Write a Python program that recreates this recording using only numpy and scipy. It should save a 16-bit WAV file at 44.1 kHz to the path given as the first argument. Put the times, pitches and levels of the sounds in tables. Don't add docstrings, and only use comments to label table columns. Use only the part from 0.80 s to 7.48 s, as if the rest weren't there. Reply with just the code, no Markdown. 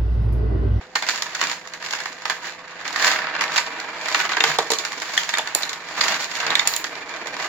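import sys
import numpy as np
from scipy import signal
from scipy.fft import rfft, irfft, next_fast_len
from scipy.io import wavfile
from scipy.ndimage import uniform_filter1d, map_coordinates

SR = 44100
rng = np.random.default_rng(int(sys.argv[2]) if len(sys.argv) > 2 else 0)


def wav_record(signal):
    frames = np.transpose(np.atleast_2d(signal))
    bounded = np.clip(frames, -1, 1)
    quanta = np.round(bounded * 32767).astype(np.int16)
    wavfile.write(sys.argv[1], SR, quanta)


N = 294588

# (time [s], level [dB], edge tick against wall clack [dB])
EDGE_KNOCKS = [(0.1534, -18, -6.5), (0.156, -13, -5.5), (0.1675, -28, -6), (0.223, -18.5, -6),
               (0.2338, -23.5, -11), (.2655, -27.5, -2), (0.2871, -14.5, -4), (.294, -22.5, 1.5),
               (0.3585, -29, 1), (.376, -28, 0), (0.4215, -22.5, 3), (.464, -30, -4), (.515, -38, -9),
               (.549, -24.5, 0.5), (.613, -18, -1), (0.6251, -18, -21), (0.637, -21.5, -3.5),
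               (.697, -23.5, -1), (.714, -23, -1.5), (0.873, -34.5, 0.5), (0.936, -30, -0.5),
               (1.0249, -28, -5.5), (1.0688, -36, -4), (1.086, -41, 6), (1.108, -32.5, 7.5),
               (1.1268, -29, 0), (1.1343, -17.5, -8), (1.1503, -31, 3), (1.2027, -28.5, 1),
               (1.2565, -22.5, -5.5), (1.328, -42, 3.5), (1.4193, -32, -5), (1.4537, -18.5, -8),
               (1.4975, -14, -7.5), (1.505, -20, -6.5), (2.011, -36, -7), (2.052, -28, -11),
               (2.078, -26, -1.5), (2.106, -34, -3), (2.127, -32.5, 1), (2.1593, -16.5, -9),
               (2.196, -19.5, -9), (2.2235, -18.5, -1), (2.2405, -16, -18), (2.252, -29, -16),
               (2.279, -15.5, -14), (2.3037, -18.5, -22), (2.3235, -20, -14), (2.3345, -19, -15),
               (2.359, -17.5, -17), (2.388, -17.5, -18), (2.418, -22, -28), (2.441, -23, -25),
               (2.468, -19.5, -31), (2.5503, -18, -22), (2.563, -21.5, -17), (2.592, -24, -16),
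               (2.609, -15, -5.5), (2.618, -18.5, -8), (2.638, -17.5, -8.5), (2.7585, -20.5, -14),
               (2.7785, -13.5, -3), (2.7818, -15, -6.5), (2.9995, -26.5, -4), (3.2565, -21, -9.5),
               (3.286, -27, -2), (3.315, -25, -6), (3.3455, -10, -9), (3.401, -17, -10), (3.5692, -13, -23),
               (3.6387, -16.5, 0), (3.9856, -30.5, 9.5), (4.037, -27.5, -10), (4.0496, -20.5, -1.5),
               (4.2191, -23, -4), (4.3667, -23.5, -10), (4.376, -24, 6), (4.4905, -22.5, 0.5),
               (4.537, -19.5, -13), (4.5714, -21, -5), (4.5833, -25, -1), (4.673, -22.5, -5),
               (4.822, -30, 4), (4.831, -32, 6), (4.893, -30, 5.5), (4.9306, -31, 5.5), (5.177, -26, -7),
               (5.2105, -14.5, -3.5), (5.238, -27, 2), (5.343, -22, -19), (5.364, -27, -12),
               (5.56, -27, -12), (5.601, -17, -9.5), (5.647, -28, -6), (5.665, -15.5, -10),
               (5.7025, -26, -6), (5.7528, -23, 3), (5.783, -37, 5), (5.7931, -19.5, 0), (5.937, -36.5, 15),
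               (5.964, -40, 18), (6.0416, -22.5, 0), (6.174, -39, -2), (6.292, -33, -4),
               (6.338, -25.5, -14), (6.47, -26.5, -2), (6.566, -29.5, -4), (6.598, -24.5, -10),
               (6.625, -24, -6)]


def amp(db):
    return 10 ** (np.asarray(db) / 20)


def unit(x):
    return x / np.sqrt(np.mean(x ** 2) + 1e-20)


def along(points, hz):
    f, v = np.transpose(points)
    return np.interp(np.log(hz + 1), np.log(f + 1), v)


def bumps(modes, hz):
    return sum(db / (1 + (2 * (hz - centre) / width) ** 2) for centre, width, db in modes)


def wobble(rate):
    knots = rng.standard_normal(int(N * rate / SR) + 4)
    return map_coordinates(knots, [np.arange(N) * rate / SR])


def response(gain_db, size=8192):
    gain = amp(gain_db(np.fft.rfftfreq(size, 1 / SR)))
    cepstrum = irfft(np.log(gain + 1e-6))
    cepstrum[1:size // 2] *= 2
    cepstrum[size // 2 + 1:] = 0
    return irfft(np.exp(rfft(cepstrum)))[:size // 2]


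def through(x, impulse):
    return signal.oaconvolve(x, np.atleast_2d(impulse), axes=1)[:, :N]


def add(track, s, sound):
    part = track[:, max(round(s * SR), 0):][:, :sound.shape[-1]]
    part += sound[..., :part.shape[1]]


def plastic(lo_hz, hi_hz):
    # (frequency [Hz], width [Hz], level [dB])
    body_modes = [(154, 44, 16), (302, 59, 6.5), (461, 24, 4), (546, 15, -8), (631, 24, 7), (794, 65, 1.5),
                  (951, 49, 5), (1193, 27, 1.5), (1363, 56, -9), (1680, 18, -8.5), (1670, 19, 1),
                  (1810, 11, 4), (2353, 24, 5.5), (2782, 120, 3.5), (3570, 170, 2)]
    # (frequency [Hz], level [dB])
    contact_colour = [(30, -38), (110, -37), (200, -18.5), (350, -15), (700, -5), (1100, -1), (2000, 3.5),
                      (3000, -5), (5000, -8.5), (7200, -8.5), (8400, -35.5), (11000, -34.5), (12800, -37),
                      (15500, -33.5)]

    def gain_db(hz):
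        low_skirt = 1 + (lo_hz / (hz + 1)) ** 6
        high_skirt = 1 + (hz / hi_hz) ** 6
        return along(contact_colour, hz) + bumps(body_modes, hz) - 10 * np.log10(low_skirt * high_skirt)

    ring = response(gain_db)
    return ring / np.linalg.norm(ring)


def jostle(rate=200, scatter_db=1.5, contact_s=0.006, clatter_db=-1.0, scrape_db=-2.5, glint_db=-16.5,
           hardness=0.41):
    # (time [s], level [dB])
    drag_curve = [(0, -37), (.1, -50), (.18, -43), (1.6, -39.5), (1.85, -42), (2.3, -34.5), (6.68, -37)]
    # (frequency [Hz], level [dB])
    rim_colour = [(400, -36), (900, 13), (1500, 1), (2000, -10), (2380, 22), (2600, -22), (4000, -40)]
    smooth_scrape_db = -8.5
    ramp_db, rim_db = -7.5, -2
    rub = 0.09

    shoved, scraped = shoving()
    rolled = rolling()
    dragged = amp(np.interp(np.arange(N) / SR, *np.transpose(drag_curve))) ** 2
    smooth = rolled + dragged
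    clatter = 10 * np.log10(shoved + smooth)
    scrape = 10 * np.log10(scraped + smooth * amp(smooth_scrape_db) ** 2)

    strength = amp(scatter_db * np.clip(rng.standard_normal(N), -2, 2)) ** 2
    touches = (rng.random(N) < rate / SR) * strength
    power = signal.lfilter([1], [1, -np.exp(-1 / (contact_s * SR))], touches)
    power /= np.abs(uniform_filter1d(power, SR // 14)) + 1e-9

    def force():
        return np.sqrt(power + rub) * rng.standard_normal((2, N))

    body = amp(clatter + clatter_db) * through(force(), plastic(45, 3100))
    ramp = amp(ramp_db) * np.sqrt(rolled) * through(force(), plastic(280, 510))
    rim_noise = unit(through(force(), response(lambda hz: along(rim_colour, hz))))
    rim = amp(rim_db) * np.sqrt(rolled) * rim_noise
    edges = amp(scrape + scrape_db) * through(force(), plastic(2370, 10700))
    glint_level = scrape + glint_db + hardness * (scrape - scrape.max())
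    glint = amp(glint_level) * through(force(), plastic(14000, 24000))
    return body + ramp + rim + edges + glint + grinding(clatter, scrape) + ticks(clatter, scrape)


def shoving():
    # (time of the height [s], length [s], level [dB], edge scrape against clatter [dB])
    shove_list = [(0.326, 0.16, -29, -0.5), (0.446, 0.26, -35, -8), (0.638, 0.18, -26.5, -2.5),
                  (1.052, 0.027, -30, -0.5), (1.16, 0.34, -32, -5), (1.272, 0.051, -36, -2),
                  (1.52, 0.11, -31, -4), (1.665, 0.058, -27, -3.5), (2.077, 0.13, -30, -6.5),
                  (2.268, 0.14, -18, -2), (2.588, 0.83, -27, -28), (2.762, 0.073, -27.5, 1.5),
                  (3.296, 0.15, -30, -1.5), (3.394, 0.071, -22, -1), (3.483, 0.19, -22, -10),
                  (3.699, 0.12, -22, -3), (3.708, 0.018, -16, -10), (4.047, 0.43, -38.5, 2),
                  (4.24, 0.14, -40, 7), (4.376, 0.16, -28, 1.5), (4.562, 0.21, -30, -5),
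                  (4.804, 0.29, -30.5, -8), (5.276, 0.2, -20.5, -3.5), (5.419, 0.054, -28, 3.5),
                  (5.57, 0.13, -36, 6.5), (5.705, 0.2, -20.5, -14.5), (5.88, 0.21, -29.5, -4),
                  (6.638, 0.092, -28, -3)]
    fall_db, point = 18, 1.365
    settle_ratio = 0.95
    t, clatter, scrape = np.arange(N) / SR, np.zeros(N), np.zeros(N)
    for s, length, db, edge_db in shove_list:
        away = np.maximum(s - t, (t - s) / settle_ratio) / length
        power = amp(db - fall_db * np.minimum(away, 10) ** point) ** 2
        clatter += power
        scrape += power * amp(edge_db) ** 2
    return clatter, scrape


def rolling():
    # (start [s], length [s], level at the start [dB])
    roll_list = [(2.8, 0.52, -37.5), (3.912, 0.23, -38.5), (5.103, 0.56, -42), (6.018, 0.8, -37)]
    growth_db_per_s = 6
    edge_s = 0.38
    t, power = np.arange(N) / SR, np.zeros(N)
    for s, length, db in roll_list:
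        on_ramp = np.clip(np.minimum(t - s, s + length - t) / edge_s + 1, 0, 1)
        gain = amp(db + growth_db_per_s * np.clip(t - s, 0, length))
        power += (on_ramp * gain) ** 2
    return power


def grinding(clatter, scrape, count=1100, grain_db=0.0, crisp_db=1.5, crisp_t60=0.0013):
    low_hz, high_hz = 1000, 2500
    grain_t60, range_db = 0.008, 15
    grains, edges, t = np.zeros((2, N)), np.zeros((2, N)), np.arange(SR // 50) / SR
    shape = (1 - np.exp(-20 * t / grain_t60)) * amp(-60 * t / grain_t60)
    for when, size, pitch, *phase in rng.random((count, 5)):
        at = int(when * (N - 1))
        size_db = range_db * size ** 2
        hz = low_hz * (high_hz / low_hz) ** pitch
        swing = np.sin(2 * np.pi * (hz * t + np.array(phase)[:, None]))
        add(grains, at / SR, amp(clatter[at] + grain_db + size_db) * shape * swing)
        crisp = amp(scrape[at] + crisp_db + size_db - range_db - 60 * t / crisp_t60)
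        add(edges, at / SR, crisp * rng.standard_normal((2, len(t))))
    return grains + through(edges, plastic(2000, 12000))


def ticks(clatter, scrape, count=80, wall_db=-4, edge_db=1, glint_db=-13.5, spread_db=3.0, t60=0.005):
    chance = rng.random((count, 2))
    at = (chance[:, 0] * (N - 1)).astype(int)
    size = spread_db * (2 * chance[:, 1] - 1)

    def taps(db):
        return blows(at / SR, db[at] + size, t60=t60, rise_s=0.00016, chatter_db=4, chatter_t60=0.084)

    wall = through(taps(clatter + wall_db), plastic(590, 4600))
    edge = through(taps(scrape + edge_db), plastic(1960, 12000))
    glint = through(taps(scrape + glint_db), plastic(6800, 21000))
    return wall + edge + glint


def blows(times, levels_db, t60, rise_s, chatter_db, chatter_t60):
    shortest_s, longest_s = 0.004, 0.015
    contact_s, rub = 0.0035, 0.15
    track, t = np.zeros((2, N)), np.arange(SR // 5) / SR
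    rise = 1 - np.exp(-t / rise_s)
    blow = amp(-60 * t / t60)
    chatter = amp(chatter_db - 60 * t / chatter_t60)
    strength = np.sqrt(np.mean((rise * (blow + chatter))[:SR // 100] ** 2))
    for s, db in zip(times, levels_db):
        contacts = np.append(0, np.cumsum(rng.uniform(shortest_s, longest_s, size=60)))
        age = t - contacts[np.searchsorted(contacts, t, side="right") - 1]
        bounces = unit(np.exp(-age / contact_s) * (1 - np.exp(-age / rise_s)) + rub)
        envelope = rise * (blow + chatter * bounces)
        add(track, s, amp(db) / strength * envelope * rng.standard_normal((2, len(t))))
    return track


def knocks(thud_db=0.0, clack_db=-2.5, tick_db=-3, glint_db=-17.0, hardness=0.12):
    # (time [s], thud level [dB], wall clack against thud [dB], edge tick against thud [dB])
    flat_falls = [(3.567, -33.5, 14, 8), (3.6043, -28, 13, 6), (3.638, -24.5, 15, 0), (3.786, -22.5, -6, 3),
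                  (3.79, -18.5, 0.5, -8.5), (3.8032, -28.5, 2, -9), (3.827, -29, -12, -12),
                  (3.9031, -24.5, -2, 7.5), (3.9178, -21.5, -2, 3), (3.9345, -26.5, -13, 7.5),
                  (4.5828, -27, 3, -2), (4.749, -34, 7, 14.5), (5.7038, -22, -6, -2),
                  (5.8733, -36.5, 9, 22)]
    edge_thud_db = -15.5
    on_edge = [(s, db + edge_thud_db, db, db + edge_db) for s, db, edge_db in EDGE_KNOCKS]
    flat = [(s, db, db + wall_db, db + edge_db) for s, db, wall_db, edge_db in flat_falls]
    s, thud, clack, tick = np.transpose(on_edge + flat)
    glint_level = tick + glint_db + hardness * (tick - tick.max())
    hollow = blows(s, thud + thud_db, t60=0.014, rise_s=0.00015, chatter_db=-15.5, chatter_t60=0.17)
    wall = blows(s, clack + clack_db, t60=0.0077, rise_s=0.0012, chatter_db=-0.5, chatter_t60=0.066)
    edge = blows(s, tick + tick_db, t60=0.019, rise_s=0.00034, chatter_db=-11.5, chatter_t60=0.12)
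    glint = blows(s, glint_level, t60=0.014, rise_s=0.00088, chatter_db=-3, chatter_t60=0.11)
    low = through(hollow, plastic(229, 1080)) + through(wall, plastic(980, 2900))
    high = through(edge, plastic(2940, 10000)) + through(glint, plastic(9600, 20000))
    return low + high + clinks()


def clinks(t60=0.022, rise_s=0.001, spread=0.0745, clink_db=7.5, count=6):
    # (time [s], centre frequency [Hz], level [dB])
    coin_clinks = [(2.608, 2670, -25), (3.401, 2700, -24), (3.5333, 3580, -28), (3.605, 2680, -16.5),
                   (3.786, 3540, -21.5), (3.9181, 3830, -30), (3.9873, 3900, -31), (4.376, 1950, -15),
                   (4.377, 3070, -16), (4.54, 2085, -17), (4.5911, 3300, -23), (4.7478, 3920, -28),
                   (4.832, 3870, -26.5), (4.8916, 3650, -27), (5.2105, 4330, -18), (5.7036, 3540, -22),
                   (5.753, 3630, -19.5)]
    rim_hz, rim_db = 4794, -22
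    rim_clinks = [(s, rim_hz, db + rim_db) for s, db, _ in EDGE_KNOCKS]
    track, t = np.zeros((2, N)), np.arange(SR // 20) / SR
    shape = (1 - np.exp(-t / rise_s)) * amp(-60 * t / t60)
    for s, hz, db in coin_clinks + rim_clinks:
        detune, phase = rng.standard_normal((2, 2, count, 1))
        modes = np.sin(2 * np.pi * (hz * (1 + spread * detune) * t + phase))
        add(track, s, amp(db + clink_db) * shape * modes.sum(axis=1))
    return track


def drops(crack_t60=0.014, rise_s=0.000083, thump_hz=60, thump_t60=0.052):
    # (time [s], crack level [dB], thump level [dB])
    landings = [(3.637, -21, -60), (3.7865, -21, -70), (3.904, -31, -94), (3.917, -12.5, -78),
                (4.377, -22, -85), (4.539, -25, -85), (4.584, -17, -89), (4.749, -6.5, -68),
                (5.753, -20.5, -80), (5.8743, -5.5, -39), (5.963, -12.5, -80)]
    # (frequency [Hz], level [dB])
    crack_colour = [(100, -52), (2000, -18), (5000, -8.5), (7200, 21), (8600, -1.5), (11500, 2),
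                    (13200, -8), (15200, -16)]
    track, cracks, t = np.zeros((2, N)), np.zeros((2, N)), np.arange(SR // 2) / SR
    table = sum(np.sin(2 * np.pi * ratio * thump_hz * t) for ratio in (1, 1.8, 2.7))
    for s, crack_db, thump_db in landings:
        crack = amp(crack_db - 60 * t / crack_t60) * (1 - np.exp(-t / rise_s))
        add(cracks, s, crack * rng.standard_normal((2, len(t))))
        add(track, s, amp(thump_db - 60 * t / thump_t60) * table)
    metal = response(lambda hz: along(crack_colour, hz))
    return track + through(cracks, metal / np.linalg.norm(metal))


def snaps(rise_s=0.0016, snap_db=3):
    # (time [s], level [dB])
    snap_list = [(3.6063, -8.5), (4.5383, -12.5), (4.551, -14), (5.753, -5), (5.7945, -6)]
    # (frequency [Hz], level [dB], t60 [s])
    pocket_modes = [(1720, -7, 0.025), (2050, 1, 0.026), (2280, 1, 0.02), (3150, -4, .014),
                    (3637, 3.5, 0.018), (3900, -5, 0.012)]
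    track, t = np.zeros((2, N)), np.arange(SR // 20) / SR
    rise = 1 - np.exp(-t / rise_s)
    for s, db in snap_list:
        for hz, mode_db, t60 in pocket_modes:
            swing = np.sin(2 * np.pi * (hz * t + rng.random((2, 1))))
            add(track, s, amp(db + snap_db + mode_db - 60 * t / t60) * rise * swing)
    return track


def tubes(rise_s=0.00064, uneven_db=2):
    tube_modes = {"far": [(300, -14, .2), (340, -9, .08), (410, -6, .06), (455, -1, .09), (595, -13, .04),
                  (690, -5, .05), (760, -3, .06), (925, 2, .08), (1170, -6, .06)], "near": [(179, -17, .09),
                  (370, -9, .035), (452, -5, .04), (560, -4, .03), (620, -1, .04), (750, -2, .04),
                  (885, 3, .04)]}
    # (time [s], tube name, level [dB], pitch stirred most [Hz])
    hits = [(3.574, "far", -23, 420), (3.606, "far", -24, 400), (3.64, "far", -18.5, 800),
            (3.787, "far", -16.5, 740), (3.797, "far", -23, 332), (3.904, "far", -21, 620),
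            (3.92, "far", -19, 430), (4.584, "near", -29, 900), (4.593, "near", -20, 1100),
            (4.7531, "near", -19.5, 560), (4.759, "near", -25, 560), (5.876, "near", -26, 330)]
    focus_db = 6.5
    track, t = np.zeros((2, N)), np.arange(SR // 3) / SR
    rise = 1 - np.exp(-t / rise_s)
    for s, tube, db, centre_hz in hits:
        for hz, mode_db, t60 in tube_modes[tube]:
            focus_loss = focus_db * np.log2(hz / centre_hz) ** 2
            level = db + mode_db - focus_loss + uneven_db * rng.standard_normal((2, 1))
            swing = np.sin(2 * np.pi * (hz * t + rng.random((2, 1))))
            add(track, s, amp(level - 60 * t / t60) * rise * swing)
    return through(track, response(lambda hz: along([(50, -24), (120, -10), (220, 0)], hz)))


def rings(waver=0.42):
    coin_modes = {"first": [(7041, -7, 0.24), (11300, -18, 0.23), (13810, -24, .24), (15010, -11, 0.4),
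                  (15280, -2, 0.22)], "second": [(7100, -3, 0.77), (7488, -15, .6), (9600, -12, .12),
                  (11900, -8, 0.33), (15300, -4, 1.1), (15335, -6, 1.6)]}
    # (time [s], coin name, level [dB], length [s])
    ring_list = [(4.748, "first", -31, .27), (5.753, "second", -55, 0.14), (5.8738, "second", -32, .16)]
    lie_fade_s = 0.025
    track, t = np.zeros((2, N)), np.arange(SR // 2) / SR
    for s, coin, db, length in ring_list:
        upright = np.clip((length - t) / lie_fade_s, 0, 1)
        for hz, mode_db, t60 in coin_modes[coin]:
            start = rng.uniform(0, 2 * np.pi, (2, 1))
            jolts = np.cumsum(rng.standard_normal((2, len(t))), axis=1) / np.sqrt(SR / 1000)
            swing = np.sin(2 * np.pi * hz * t + start + waver * jolts)
            add(track, s, amp(db + mode_db - 60 * t / t60) * upright * swing)
    return track


def motor(gear_db=-48, unsteady=0.00073, rumble_db=-74):
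    # (frequency [Hz], level [dB])
    hum_tones = [(49, -89), (111, -89), (171, -61)]
    # (time [s], pitch [Hz], level [dB])
    whine_curve = [(0, 512, -53), (2.1, 511, -53), (2.6, 509, -54), (3, 505, -60), (6.68, 505, -60)]
    # (frequency [Hz], level [dB])
    gear_colour = [(15, -32), (25, -7.5), (438, 12), (501, 14), (558, -15), (637, 17.5), (1350, -2.5),
                   (1810, -25), (3260, -12), (6900, -20), (8550, -53), (10000, -56), (15000, -35)]
    rumble_colour = [(15, -21), (35, 6), (80, -6), (300, -64)]  # (frequency [Hz], level [dB])
    shaft_hz, shaft_swing_db = 23.2, 2.5
    whine_waver_db, gear_rough_db = 2, 2.2

    t = np.arange(N) / SR
    s, pitch, level = np.transpose(whine_curve)
    speed = 1 + unsteady * wobble(4.38)

    def sine(hz):
        return np.sqrt(2) * np.sin(2 * np.pi * (np.cumsum(hz * speed) / SR + rng.random()))

    hum = sum(amp(db) * sine(hz) for hz, db in hum_tones)
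    whine = amp(np.interp(t, s, level) + whine_waver_db * wobble(11)) * sine(np.interp(t, s, pitch))
    turn = np.sin(2 * np.pi * shaft_hz * np.cumsum(speed) / SR)
    meshing = amp(shaft_swing_db * turn + gear_rough_db * wobble(70))
    gear_noise = through(rng.standard_normal((2, N)), response(lambda hz: along(gear_colour, hz)))
    whirr = amp(gear_db) * unit(meshing * gear_noise)
    low = through(rng.standard_normal((2, N)), response(lambda hz: along(rumble_colour, hz)))
    rumble = amp(rumble_db + 1.9 * wobble(3.6)) * unit(low)
    return whirr + rumble + np.array([hum + whine, np.zeros(N)])


def room(x, delay_s=.005, count=4):
    # (frequency [Hz], t60 [s])
    decay_times = [(150, 0.63), (1000, 0.26), (5000, 0.26), (14000, 0.41)]
    wet, t = np.zeros((2, N)), np.arange(N) / SR
    for k in range(count):
        hz, age, z = signal.stft(rng.standard_normal((2, SR // 2)), SR, nperseg=256)
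        decay = amp(-60 * age / along(decay_times, hz)[:, None])
        tail = signal.istft(z * decay, SR, nperseg=256)[1]
        tail = np.pad(tail, ((0, 0), (round(delay_s * SR), 0)))
        turn = np.cos(2 * np.pi * (t - k / count))
        wet += through(x * np.maximum(turn, 0), tail / np.linalg.norm(tail[0]))
    return wet


def scene(room_db=-7.0, near_room_db=-12):
    # (frequency [Hz], side gain [dB])
    side_gain = [(60, -7), (170, -16), (400, -12.5), (750, -10), (1300, -9.5), (2400, -2), (4400, 1.5),
                 (15000, -1.5)]
    hopper = jostle() + knocks()
    near = drops() + snaps() + tubes()
    echo = room(amp(room_db) * hopper + amp(near_room_db) * near)
    mid, side = hopper + near + echo + rings() + motor()
    side = through(side[None], response(lambda hz: along(side_gain, hz)))[0]
    return np.array([mid + side, mid - side])


def record(dry, gain_db=-1):
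    # (frequency [Hz], width [Hz], level [dB])
    left_modes = [(2040, 860, -8), (2740, 1140, 1), (4370, 3700, -3), (6760, 830, -11.5), (9800, 350, 12.5),
                  (11500, 800, 9.5), (12500, 650, 3)]
    right_modes = [(1675, 215, 3), (2840, 930, -10.5), (4535, 940, 5), (6170, 1310, -4), (6860, 570, 6),
                   (11600, 830, 1.5), (14000, 1700, 5)]
    top_hz = 15900
    ports = [response(lambda hz: bumps(port, hz) + gain_db) for port in (left_modes, right_modes)]
    sound = np.clip(through(dry, np.array(ports)), -1, 1)
    size = next_fast_len(N + SR // 4)
    passed = np.fft.rfftfreq(size, 1 / SR) < top_hz
    return irfft(rfft(sound, size) * passed, size)[:, :N]


dry = scene()
out = record(dry)
wav_record(out)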